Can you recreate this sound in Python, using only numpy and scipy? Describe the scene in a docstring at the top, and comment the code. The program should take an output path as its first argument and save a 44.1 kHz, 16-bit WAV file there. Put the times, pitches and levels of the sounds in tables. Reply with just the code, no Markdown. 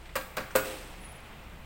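"""A metal loaf tin knocks twice on a stainless-steel worktable, is set down flat and slides a little.
Struck decaying modes ring its base, walls and the tabletop; shaped noise makes the rim's chatter and
the scrape, with a wavering tone for the singing base. A hard bakery kitchen adds reverberation.
Ventilation, rumble and machine hum run behind, with noise-burst ticks and one thin, high squeak."""
import sys
import numpy as np
from scipy import signal
from scipy.fft import rfft, irfft, next_fast_len
from scipy.io import wavfile
from scipy.ndimage import map_coordinates

SR = 44100
rng = np.random.default_rng(int(sys.argv[2]) if len(sys.argv) > 2 else 0)


def store_pcm(level_fs):
    """Save levels as 16-bit WAV."""
    pcm = np.round(np.clip(level_fs, -1, 1) * 32767).astype(np.int16)
    wavfile.write(sys.argv[1], SR, np.atleast_2d(pcm).T)


N = 72765

# ventilation noise, relative spectrum: pitch_hz, level_db
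AIR_SPECTRUM = [(20, 2.5), (90, -5), (140, -3.5), (215, -6), (270, -13.5), (400, -10), (800, -9.5),
                (1700, -13.5), (2500, -13), (3500, -19.5), (6000, -32), (8300, -29), (11000, -40.5),
                (15700, -29)]
# ventilation level over time: time_s, level_db
AIR_LEVEL = [(0, -53.5), (.5, -48), (.85, -49), (1.25, -48), (1.55, -50.5), (1.65, -51.5)]
# low rumble, relative spectrum: pitch_hz, level_db
RUMBLE_SPECTRUM = [(25, -14), (45, -4), (90, -6.5), (135, -3.5), (210, -8), (300, -14.5), (700, -38.5)]
# rumble level over time: time_s, level_db
RUMBLE_LEVEL = [(0, -60), (.85, -61), (1.05, -55), (1.25, -56.5), (1.45, -53.5), (1.65, -53.5)]
# machine hum: pitch_hz, level_db, unsteadiness_db
HUM_TONES = [(35.4, -53, 4), (64.1, -56, 2.5)]
# light handling ticks: start_s, level_db, centre_hz
TICKS = [(0.057, -48, 2600), (.092, -49.5, 2270), (0.212, -43, 2350), (0.506, -42.5, 1390),
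         (0.511, -52, 8040), (1.037, -52, 2500), (1.121, -47, 700), (1.12, -58, 13000),
         (1.312, -54.5, 1290), (1.495, -71, 12000)]
# touches of the rim: start_s, clatter_db, click_db, bass_weight_db
RIM_CONTACTS = [(.155, -28, -34, -12), (0.1569, -42, -29, 3), (.162, -29.5, -28, 7),
                (0.165, -38.5, -26.5, 1), (.368, -36, -31.5, -11), (0.3701, -29, -31, -0.5),
                (.382, -35.5, -59, 16), (0.4039, -37.5, -67, 12), (0.5531, -23.5, -43, 6.5),
                (.5597, -29, -14, 5.5), (0.5684, -30.5, -36, 10), (0.5835, -32.5, -52, -1),
                (0.5946, -35, -52, 9)]
# sheet-metal clatter, relative spectrum: pitch_hz, level_db
CLATTER_SPECTRUM = [(40, -19.5), (200, -15), (400, -12), (560, -3), (820, -7), (950, 0), (1300, -3.5),
                    (1580, -2.5), (1900, -7), (2500, -7.5), (3300, -14.5), (4700, -15), (6000, -19),
                    (16000, -22)]
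# decay of the clatter: pitch_hz, t60_s
CLATTER_T60 = [(100, 0.26), (600, 0.097), (2000, 0.12), (12000, 0.038)]
# sharp click of the rim, relative spectrum: pitch_hz, level_db
CLICK_SPECTRUM = [(300, -1), (2000, -15), (4500, -6), (6200, -4), (8100, 3), (9500, -4.5), (12000, -4.5),
                  (15700, 7)]
# landings of the tin: start_s, base_db, clank_hz, clank_db, walls_db, table_db
LANDINGS = [(.157, -31.5, 551, -28, -31, -60), (0.3709, -33, 604, -26.5, -32.5, -50),
            (0.5538, -22, 514, -18.5, -31.5, -21)]
# modes of the tin's base: pitch_hz, relative_level_db, t60_s
BASE_MODES = [(524, 0, .22), (548, -7, .15)]
# modes of the tin's walls: pitch_hz, relative_level_db, t60_s
WALL_MODES = [(205, -15, .25), (764, -14, .25), (925, -9, .13), (1143, -6, .22), (1358, -11, .2),
              (1596, -3, .13), (1863, -13, .2), (2230, -13, .22), (2415, -15, .26), (4200, -17, .2),
              (4850, -13, .09), (8400, -20, .11)]
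# modes of the tabletop: pitch_hz, relative_level_db, t60_s
TABLE_MODES = [(62, -22, .15), (120, -17, .06), (292, -15, .17), (327, -15, .17), (420, -6, .21),
               (490, -6, .06), (638, -11, .15), (972, -13, .18), (1078, -14, .18), (1203, -11, .21),
               (1445, -8, .19), (1530, -7, .07), (2545, -18, .25)]
# level of the sliding scrape over time: time_s, level_db
SLIDE_LEVEL = [(.6, -60), (.652, -40.5), (.735, -43), (.77, -46.5), (.86, -51), (1.05, -59.5), (1.3, -85)]
# scrape, relative spectrum: pitch_hz, level_db
SCRAPE_SPECTRUM = [(100, -42), (320, -1), (430, -9), (560, -7), (720, -9.5), (1100, -14.5), (2500, -12.5),
                   (5600, -21), (6800, -24), (8200, -17), (10500, -26.5), (15700, -29)]
# pulses of the squeak: peak_s, level_db, half_length_s
SQUEAK_PULSES = [(1.019, -59.5, 0.021), (1.054, -48, 0.011), (1.097, -54, 0.021), (1.12, -55, 0.0049),
                 (1.169, -57.5, 0.0092), (1.225, -80, 0.04)]
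# reverberation time of the kitchen: pitch_hz, t60_s
ROOM_T60 = [(100, 0.43), (500, 0.51), (2500, 0.42), (8000, 0.47), (15000, 0.56)]
# level of a faint treble stereo side: pitch_hz, level_db
SIDE_LEVEL = [(2000, -80), (3300, -68), (4500, -24), (8500, -18), (13000, -27)]

TICK_T60_S = 0.076
WEIGHT_HZ = 470  # a heavier touch adds sound below this
CLICK_T60_S = 0.01
SHIMMER_DB, SHIMMER_T60_S = -11, 0.17  # thin ring of high modes after the click
CLANK_T60_S = 0.081  # the struck corner's note is damped by the hand
SING_HZ, SING_WIDTH_HZ, SING_DB = 521, 12, -1  # main resonance of the base under sliding; dB re scrape
SQUEAK_HZ, SQUEAK_WANDER_HZ = 10444, 35
ROOM_DB = -7.5
BASE_ROOM_DB = -18  # base and singing are sent faintly to the room, so their ring stays clear and steady
SIDE_T60_S = 0.014  # length of the decorrelating noise
TOP_HZ = 15900


def amp(db):
    """Level: decibels to amplitude gain."""
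    return 10 ** (np.asarray(db) / 20)


def unit(x):
    """Normalisation: scale to rms 1."""
    return x / np.sqrt(np.mean(x ** 2) + 1e-20)


def along(points, hz):
    """Logarithmic pitch scale: read (Hz, value) points between their frequencies."""
    f, v = np.transpose(points)
    return np.interp(np.log(hz + 1), np.log(f + 1), v)


def clock():
    """Sampling: the time of every sample in seconds."""
    return np.arange(N) / SR


def wobble(rate):
    """Slow random modulation: a smooth curve through `rate` random knots a second."""
    knots = rng.standard_normal(int(N * rate / SR) + 4)
    return map_coordinates(knots, [clock() * rate])


def filtered(x, response):
    """Linear filtering: multiply the spectrum by a response of frequency."""
    m = next_fast_len(N + SR // 2)
    spectrum = rfft(x, m) * response(np.fft.rfftfreq(m, 1 / SR))
    return irfft(spectrum, m)[..., :N]


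def noise(spectrum):
    """Spectral shaping: white noise coloured by a table, at rms 1."""
    return unit(filtered(rng.standard_normal(N), lambda hz: amp(along(spectrum, hz))))


def fade(t, t60):
    """Exponential damping: a fall of 60 dB in t60 seconds."""
    return np.exp(-np.log(1000) * t / t60)


def dying(x, t60s):
    """Frequency-dependent damping: each band dies at its own speed."""
    hz, t, z = signal.stft(x, SR, nperseg=256)
    damped = z * fade(t, along(t60s, hz)[:, None])
    return signal.istft(damped, SR, nperseg=256)[1][:N]


def add(track, s, sound):
    """Superposition: mix a sound in from time s."""
    start = round(s * SR)
    track[start:] += sound[:N - start]


def kitchen():
    """Steady background: broadband ventilation, low rumble and a machine's hum of wavering tones."""
    t = clock()
    air_db = np.interp(t, *np.transpose(AIR_LEVEL)) + 0.35 * wobble(39.57)
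    air = amp(air_db) * noise(AIR_SPECTRUM)
    rumble = amp(np.interp(t, *np.transpose(RUMBLE_LEVEL))) * noise(RUMBLE_SPECTRUM)
    hum = np.zeros(N)
    for hz, db, sway_db in HUM_TONES:
        sway = amp(sway_db * wobble(8))
        tone = np.sin(2 * np.pi * hz * t + 0.84 * wobble(9.55))
        hum += amp(db) * unit(sway * tone)
    return air + rumble + hum


def ticks():
    """Damped impact: hands and utensils make small noise bursts, each peaked at a centre frequency."""
    out = np.zeros(N)
    for s, db, hz in TICKS:
        peak = [(hz / 4, -22), (hz, 0), (hz * 4, -32)]
        add(out, s, amp(db) * fade(clock(), TICK_T60_S) * noise(peak))
    return out


def chatter():
    """High modal density: each rim touch clicks and stirs crowded, short-lived sheet-metal modes."""
    out, t = np.zeros(N), clock()
    for s, clatter_db, click_db, weight_db in RIM_CONTACTS:
        click_decay = fade(t, CLICK_T60_S) + amp(SHIMMER_DB) * fade(t, SHIMMER_T60_S)
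        click = noise(CLICK_SPECTRUM) * click_decay
        sheet = filtered(noise(CLATTER_SPECTRUM), lambda hz: amp(weight_db / (1 + (hz / WEIGHT_HZ) ** 4)))
        clatter = dying(sheet, CLATTER_T60)
        add(out, s, amp(clatter_db) * clatter + amp(click_db) * click)
    return out


def ring(modes, rough, attack_s):
    """Modal synthesis: damped sinusoids, their phases slightly unsteady as the contact shifts."""
    t = clock()
    tones = np.zeros(N)
    for hz, db, t60 in modes:
        phase = 2 * np.pi * hz * t + rough * wobble(97)  # rough in radians
        tones += amp(db) * fade(t, t60) * np.sin(phase)
    return -tones * (1 - np.exp(-t / attack_s))


def landings():
    """Impact excitation: landings clank and ring base and walls; only full weight booms the tabletop."""
    base, panels = np.zeros(N), np.zeros(N)
    for s, base_db, clank_hz, clank_db, walls_db, table_db in LANDINGS:
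        # the clank's pitch depends on how the tin lands
        clank = ring([(clank_hz, clank_db, CLANK_T60_S)], rough=0.3, attack_s=0.0023)
        base_ring = amp(base_db) * ring(BASE_MODES, rough=0.21, attack_s=0.0013)
        walls = amp(walls_db) * ring(WALL_MODES, rough=0.22, attack_s=0.0012)
        table = amp(table_db) * ring(TABLE_MODES, rough=0.23, attack_s=0.0013)
        add(base, s, clank + base_ring)
        add(panels, s, walls + table)
    return base, panels


def slide():
    """Friction excitation: tiny uneven slips scrape and keep the base's main resonance singing."""
    stroke = amp(np.interp(clock(), *np.transpose(SLIDE_LEVEL)))
    slips = unit(amp(1.1 * wobble(350)))
    scrape = slips * noise(SCRAPE_SPECTRUM)
    pitch_hz = SING_HZ + SING_WIDTH_HZ / 2 * wobble(40.1)
    tone = np.sin(2 * np.pi * np.cumsum(pitch_hz) / SR)
    sing = unit(amp(2 * wobble(40)) * tone)
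    grip = stroke / stroke.max()  # the note needs pressure, so it fades sooner than the scrape
    return stroke * scrape, amp(SING_DB) * stroke * grip * sing


def squeak():
    """Amplitude and frequency modulation: a thin, high tone swells in a few uneven pulses."""
    t = clock()
    level = sum(amp(db) * np.exp(-((t - s) / half) ** 2) for s, db, half in SQUEAK_PULSES)
    pitch_hz = SQUEAK_HZ + SQUEAK_WANDER_HZ * wobble(99)
    # a sine of amplitude sqrt(2) has rms 1
    return np.sqrt(2) * level * np.sin(2 * np.pi * np.cumsum(pitch_hz) / SR)


def room(x):
    """Reverberation: the hard walls answer with a diffuse tail that builds up over some 13 ms."""
    build_up = 1 - np.exp(-(clock() / 0.013) ** 2)
    tail = dying(rng.standard_normal(N), ROOM_T60) * build_up
    return signal.fftconvolve(x, tail / np.linalg.norm(tail))[:N]


def treble_side(source):
    """Decorrelation: a short noise response makes a faint treble stereo side."""
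    response = rng.standard_normal(N) * fade(clock(), SIDE_T60_S)
    decorrelated = signal.fftconvolve(source, response / np.linalg.norm(response))[:N]
    return filtered(decorrelated, lambda hz: amp(along(SIDE_LEVEL, hz)))


def scene():
    """Middle-side stereo: nearly everything is in the middle, with a faint treble side."""
    rim = chatter()
    base, panels = landings()
    scrape, sing = slide()
    low = base + sing
    bright = panels + rim + scrape + ticks() + squeak()
    reverberation = room(amp(ROOM_DB) * bright + amp(BASE_ROOM_DB) * low)
    mid = low + bright + reverberation + kitchen()
    side = treble_side(rim)
    return np.array([mid + side, mid - side])


def record(dry):
    """Band limitation: nothing passes at or above the top frequency."""
    return filtered(dry, lambda hz: hz < TOP_HZ)


dry = scene()
out = record(dry)
store_pcm(out)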